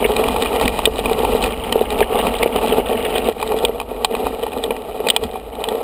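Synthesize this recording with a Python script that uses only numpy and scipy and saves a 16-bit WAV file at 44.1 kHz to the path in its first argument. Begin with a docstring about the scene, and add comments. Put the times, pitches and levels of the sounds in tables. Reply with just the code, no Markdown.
"""First come the rumble and knocks of a mountain bike on a cracked road; gravel and a forest trail follow.
Stones under the tyres shake the frame and a camera mount, surging with the pedals on the climb.
Bumps knock the bike, pebbles ping away, and the camera's plastic case buzzes and rattles.
Nearly all of it reaches the microphone through mount and case, and the hardest blows overload it."""
import sys
import numpy as np
from scipy import signal
from scipy.fft import rfft, irfft
from scipy.io import wavfile
from scipy.ndimage import uniform_filter1d

SR = 44100
rng = np.random.default_rng(int(sys.argv[2]) if len(sys.argv) > 2 else 0)


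def master(y):
    """Save y as 16-bit WAV."""
    cut = np.clip(np.atleast_2d(y).T, -1, 1)
    pcm = np.round(cut * 32767)  # scale
    wavfile.write(sys.argv[1], SR, pcm.astype(np.int16))


N = 257103
TIME = np.arange(N) / SR
TAPS = 4096  # samples in one ring or blow
HZ = np.fft.rfftfreq(TAPS, 1 / SR)
CLIMB_S = 2.7  # pedal surges and soft soil begin here

# Levels in the tables are relative: each sound gets its overall volume later.
# how hard the ground shakes the rolling tyres: (time [s], level [dB])
ROUGHNESS = [(0.0, -1.5), (0.62, -1.5), (0.92, -4), (1.22, -2.5), (1.45, -0.5), (1.58, -5.5), (1.87, -2.5),
             (2.15, 0.5), (2.45, -2.5), (2.62, 0), (3.29, -1), (3.34, -8), (3.57, -1.5), (3.85, -10.5),
             (4.2, -4), (4.62, -8), (5.15, -6), (5.45, -10.5), (5.75, -5)]
# cracked road, smoother road, loose gravel, forest trail:
# (start [s], drumming level [dB], buzz level [dB], crunch level [dB])
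GROUND_MIX = [(0.0, -27, -29.5, -39), (1.48, -27.5, -31.5, -36), (1.92, -31, -33, -35.5),
              (3.32, -33, -33, -44)]
# the notes at which frame and mount ring: (pitch [Hz], width [Hz], level [dB])
MOUNT_MODES = [(247.1, 53, -5.5), (445.8, 54, 4), (485, 173, -3.5), (663, 96, -4), (749.6, 22.7, 0.5),
               (857, 122, -3.5), (1134, 150, -10), (1324, 60, -15)]
# the notes at which the plastic case rings: (pitch [Hz], width [Hz], level [dB])
CASE_MODES = [(1310, 580, -9), (1913, 125, -2.5), (2453, 131, 2.5), (2983, 160, -1), (3260, 480, -5),
              (3680, 110, -6), (3940, 350, -5), (4820, 340, -12.5), (5600, 870, -18)]
# the tone of struck gravel: (frequency [Hz], level [dB])
GRAVEL_TONE = [(700, -3), (1500, 1), (1950, -5), (2900, 10.5), (4000, -21.5), (5000, -25), (6000, -33)]
# the tone of the bike's low shudder: (frequency [Hz], level [dB])
SHUDDER_TONE = [(15, -12), (30, -5), (50, 6.5), (68, -1.5), (82, -4), (110, -12), (170, -15), (240, -12.5),
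                (400, -39)]
# how strongly the bike shudders: (time [s], level [dB])
SHUDDER_LEVELS = [(0.0, -28), (0.6, -26.5), (1.35, -23.5), (1.55, -28.5), (3.3, -32), (3.9, -36.5),
                  (4.5, -36.5), (5.83, -40.5)]
# hollows that bounce the bike on its tyres: (time [s], boost [dB])
HOLLOW_BOUNCES = [(0.65, 9), (1.98, 4), (2.27, 6.5), (4.27, 8.5), (5.25, 13)]
# bumps that knock the mount through the tyre: (time [s], level [dB])
BUMPS = [(0.025, -4.5), (0.051, -2.5), (0.096, -5), (0.197, -5), (0.561, -8.5), (0.656, -13), (0.74, -9),
         (0.874, -2), (0.989, -9), (1.113, -6), (1.184, -11.5), (1.233, -7), (1.322, -6), (1.35, -2),
         (1.757, 1), (1.812, 0), (2.013, 1), (2.432, -6), (2.46, 0), (2.558, -4.5), (2.678, -8.5),
         (2.721, -6), (2.783, -1), (2.8, -5.5), (2.915, -9.5), (3.287, -2.5), (3.543, -4), (3.641, -2),
         (3.693, -7.5), (3.915, -12), (4.111, -10.5), (4.142, -10), (4.239, -16), (4.463, -18), (4.567, -9),
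         (4.68, -14), (4.706, -6.5), (5.003, -8.5), (5.066, -6.5), (5.613, -12.5), (5.717, -8.5),
         (5.749, -9.5)]
# pebbles that pop out from under the tyre: (time [s], level [dB], pitch [Hz])
PEBBLE_PINGS = [(0.0433, -2, 2260), (0.0495, -7.5, 1950), (2.0278, -5, 1870), (2.4279, 0.5, 2070),
                (3.0604, -9.5, 1950)]
# the case hitting its mount: (time [s], snap level [dB], clunk level [dB], snap pitch [Hz])
CASE_HITS = [(0.165, -6.5, -19, 2420), (0.2387, -9.5, -15, 2420), (0.2857, -7.5, -9.5, 3500),
             (0.362, -9, -12, 2420), (0.4227, -5.5, -20, 3700), (0.4584, -6.5, -14.5, 2390),
             (0.5983, -10, -20, 2400), (0.6123, -7, -13, 3700), (0.6576, -7.5, -19, 2900),
             (0.6788, -2, -35, 2130), (0.7912, -8, -9, 2500), (0.855, 5.5, -33, 3380),
             (1.0573, -7, -11, 2460), (1.0965, -12.5, -13, 2470), (1.2494, -9.5, -9.5, 2640),
             (1.4259, -6.5, -18, 3950), (1.4388, -6.5, -24, 2460), (1.725, -2.5, -18, 3040),
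             (2.0056, -4, -9.5, 2180), (2.1887, -9.5, -23, 2920), (2.2684, -7, -11, 2800),
             (2.4311, -3.5, -18, 2970), (2.5612, -8, -11.5, 2920), (2.682, -11, -22, 2900),
             (3.3992, -16.5, -28, 2330), (3.4272, -10, -12, 2430), (3.5197, -13, -15, 2450),
             (3.587, -12.5, -35, 3340), (3.6503, 2, -14, 3150), (3.8006, -8, -19, 2330),
             (3.8135, -16, -19, 2580), (4.0466, 2, -5.5, 3550), (4.151, -9, -22, 2500),
             (4.268, -11.5, -11.5, 2460), (4.4344, -18, -38, 3440), (4.466, -14, -18, 2420),
             (4.533, -17.5, -38, 2680), (4.6385, -7, -38, 3440), (4.7074, -8, -15.5, 2210),
             (4.7655, -16, -34, 2410), (5.07, -8.5, -16, 2440), (5.0867, 0, -26, 3650),
             (5.1013, 8.5, -30, 3200), (5.1637, 4.5, -9, 3130), (5.2376, -9, -24, 3400),
             (5.357, -18, -19, 2420), (5.6402, -5, -13.5, 3050), (5.687, -8, -28, 3340)]


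def amp(db):
    """Turns decibels into a gain to multiply by."""
    return 10 ** (np.asarray(db) / 20)


def unit(x):
    """Scales a signal to an average (rms) level of 1."""
    return x / np.sqrt(np.mean(x ** 2) + 1e-20)


def bell(x, width):
    """A smooth hump of height 1 around zero."""
    return np.exp(-.5 * (x / width) ** 2)


def near(hz, octaves):
    """A hump of height 1 around a frequency."""
    return bell(np.log2((HZ + 1) / hz), octaves)


def tone(points):
    """Joins a few points into a gain for every frequency."""
    hz, db = np.transpose(points)
    return amp(np.interp(np.log(HZ + 1), np.log(hz), db))


def resonances(modes, skirt):
    """A body's gain at each frequency; a larger skirt deepens the dips between its notes."""
    powers = (amp(db) ** 2 / (1 + (2 * (HZ - hz) / width) ** 2 / skirt) ** skirt
              for hz, width, db in modes)
    return np.sqrt(sum(powers))


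def ring(body):
    """The sound of one tap on a body, given its gain at each frequency."""
    log_gain = np.log(np.maximum(body / body.max(), amp(-100)))
    mirrored = np.concatenate([log_gain, log_gain[-2:0:-1]])
    return np.fft.ifft(np.exp(np.conj(signal.hilbert(mirrored)))).real  # no sound before the tap


def through(force, body):
    """A running force keeps a body ringing, at an average level of 1."""
    return unit(signal.oaconvolve(force, ring(body))[:N])


def drift(rate_hz):
    """A smooth random wobble, mostly slower than the rate."""
    hz = np.fft.rfftfreq(N, 1 / SR)
    return unit(irfft(rfft(rng.standard_normal(N)) / (1 + (hz / rate_hz) ** 4), N))


def impacts(per_s, spread_db):
    """Taps at random times: many small, a few large."""
    size = amp(spread_db * np.minimum(rng.exponential(1, N), 3))
    return unit(size * rng.choice([-1, 1], N) * (rng.random(N) < per_s / SR))


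def grains(body, per_s, spread_db, focus_db, octaves, clumps, spots):
    """Scattered taps on several spots, each spot favouring its own pitch."""
    out = np.zeros(N)
    for hz in np.geomspace(1850, 3800, spots):
        taps = impacts(per_s / spots, spread_db) * clumps
        spot = body * amp(focus_db * near(hz, octaves))
        out += signal.oaconvolve(taps, ring(spot))[:N]
    return unit(out)


def strike(response, db, chatter, chatter_s):
    """One sharp touch and a moment of chatter set a body ringing."""
    force = rng.standard_normal(TAPS) * np.exp(-np.arange(TAPS) / SR / chatter_s)
    force *= chatter / np.linalg.norm(force)
    force[0] += 1  # the touch
    sound = signal.fftconvolve(force, response)[:TAPS]
    return amp(db) * sound / abs(sound).max()


def add(mix, s, sound):
    """Adds a sound to the mix at s seconds."""
    part = mix[max(round(s * SR), 0):][:len(sound)]
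    part += sound[:len(part)]


def ground_shaking(surge_db, patch_db, skip_db):
    """Shaking in dB: it surges with the pedals, swells around each blow and dips after hard ones."""
    t = TIME[::64]
    starts, peaks_db = np.array([row[:2] for row in BUMPS + CASE_HITS]).T
    since = t[:, None] - starts
    patches = bell(since, 0.021).max(axis=1)  # every blow lies in a rough patch
    hardness = np.minimum(amp(peaks_db) ** 2, 1)
    skips = (hardness * bell(since - 0.048, 0.022)).max(axis=1)  # the tyre bounces and goes light
    stroke_peak_s, stroke_s = 3.644, 0.5056
    strokes = np.cos(2 * np.pi * (t - stroke_peak_s) / stroke_s) * (t > CLIMB_S)
    db = np.interp(t, *np.transpose(ROUGHNESS))
    return np.interp(TIME, t, db + surge_db * strokes + patch_db * patches - skip_db * skips)


def ground_gains(shaking_db):
    """Each kind of ground has its own blend of drumming, buzz and crunch; all grow with the shaking."""
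    rows = np.array(GROUND_MIX)
    stretch = np.maximum(np.searchsorted(rows[:, 0], TIME) - 1, 0)
    blend_db = uniform_filter1d(rows[stretch, 1:], size=1500, axis=0).T
    return amp(blend_db + np.outer([1, 1.14, 1], shaking_db))  # the buzz grows fastest


def rumble(mount, jolts, shaking_db):
    """Tyre knobs and stones drum on the frame, harder with each jolt; soft forest soil dulls them."""
    force = impacts(per_s=520, spread_db=2) * amp(1.3 * jolts)
    on_soil = uniform_filter1d(1. * (TIME > CLIMB_S), size=1500)
    dulled = mount * amp(-4 * near(hz=1040, octaves=0.26))
    sound = (1 - on_soil) * through(force, mount) + on_soil * amp(-0.25) * through(force, dulled)
    return amp(-19 + 1.04 * shaking_db) * sound


def buzz(case, jolts):
    """Jolts keep the case buzzing on its mount, with single ticks standing out."""
    fizz = through(rng.standard_normal(N) * amp(2.8 * jolts), case)
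    ticks = grains(case, per_s=130, spread_db=8, focus_db=7.5, octaves=0.12,
                   clumps=amp(2 * jolts), spots=6)
    return amp(-3.5) * fizz + amp(-4.5) * ticks


def crunch(gravel):
    """Gravel grinds under the tread in clumps, and larger stones pop with their own ring."""
    clumps = amp(3.6 * drift(rate_hz=54))
    grit = grains(gravel, per_s=1000, spread_db=3.5, focus_db=12, octaves=0.082, clumps=clumps, spots=12)
    pops = grains(gravel, per_s=55, spread_db=2, focus_db=24, octaves=0.11, clumps=clumps, spots=12)
    return amp(4.5) * grit + pops


def shudder(bounce_db):
    """The bike shakes deeply on its tyres, more so in each hollow."""
    db = np.interp(TIME, *np.transpose(SHUDDER_LEVELS)) + bounce_db
    return amp(db - 2.5) * through(rng.standard_normal(N), tone(SHUDDER_TONE))


def drumming(mount, bounce_db):
    """Cracks and hollows in the ground thump the frame's lowest note."""
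    thumps = impacts(per_s=200, spread_db=6) * amp(bounce_db)
    return through(thumps, mount * near(hz=213.6, octaves=0.43))


def knocks(blows, mount, hz, focus_db, octaves, swell_s, ring_s):
    """Cushioned blows reach the frame: each swells, rings the mount and soon dies away."""
    out, t = np.zeros(N), np.arange(TAPS) / SR
    cushion = (1 - np.exp(-(t / swell_s) ** 2)) * np.exp(-t / ring_s)
    response = ring(mount * amp(focus_db * near(hz, octaves))) * cushion
    for s, db in blows:
        add(out, s - .0005, strike(response, db, chatter=0.35, chatter_s=0.01))
    return out


def pebbles(gravel):
    """A pinched pebble springs free with a short ping."""
    out = np.zeros(N)
    for s, db, hz in PEBBLE_PINGS:
        pebble = gravel * amp(39 * near(hz, octaves=0.36))
        add(out, s, strike(ring(pebble), db, chatter=1, chatter_s=0.007))
    return out


def rattles(case, mount):
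    """Plastic snaps on plastic, ringing the case and the mount's high notes; harder is brighter."""
    out = np.zeros(N)
    for s, db, clunk_db, hz in CASE_HITS:
        treble_db = 0.66 * (db + 10) * near(hz=4550, octaves=0.93)
        shell = case * amp(9.5 * near(hz, octaves=0.15) + treble_db)
        frame = amp(18.5 + 0.66 * (clunk_db - db)) * mount * near(hz=1170, octaves=0.74)
        add(out, s, strike(ring(np.hypot(shell, frame)), db, chatter=2.54, chatter_s=0.0024))
    return out


def scene():
    """Unbroken rolling noise, with knocks, pings and rattles on top."""
    mount, case = resonances(MOUNT_MODES, skirt=2.44), resonances(CASE_MODES, skirt=1.65)
    gravel = tone(GRAVEL_TONE)
    jolts = drift(rate_hz=22)  # uneven ground, felt by frame and case alike
    shaking_db = ground_shaking(surge_db=1.5, patch_db=2, skip_db=5)
    bounce_db = sum(db * bell(TIME - s, 0.025) for s, db in HOLLOW_BOUNCES)
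    drum_gain, buzz_gain, crunch_gain = ground_gains(shaking_db)

    mix = rumble(mount, jolts, shaking_db)
    mix += buzz_gain * buzz(case, jolts)
    mix += crunch_gain * crunch(gravel)
    mix += shudder(bounce_db)
    mix += drum_gain * drumming(mount, bounce_db)
    mix += amp(-1) * knocks(BUMPS, mount, hz=479, focus_db=13.5, octaves=0.6,
                            swell_s=0.0012, ring_s=0.025)
    clunks = [(s, db) for s, _, db, _ in CASE_HITS]  # each hit of the case also knocks the frame
    mix += amp(2) * knocks(clunks, mount, hz=946, focus_db=22.5, octaves=0.45,
                           swell_s=0.00085, ring_s=0.008)
    mix += amp(-1.5) * rattles(case, mount)
    mix += amp(-6.5) * pebbles(gravel)
    return mix[None]


def record(dry):
    """Hard blows overload the input; a slow converter's steps mirror the sound into the treble."""
    converter_hz, hold = 12000, 4  # each sample is held, which makes a step
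    clipped = np.clip(dry[0], -.9, .9)
    smooth = signal.oaconvolve(clipped, signal.firwin(51, 5650, fs=SR), "same")
    steps = np.repeat(signal.resample_poly(smooth, converter_hz, SR), hold)
    held = signal.resample_poly(steps, SR, converter_hz * hold)[:N]
    low_pass = signal.firwin(161, 15500, window=("kaiser", 8), fs=SR)
    return signal.oaconvolve(held, low_pass, "same")[None]


dry = scene()
out = record(dry)
master(out)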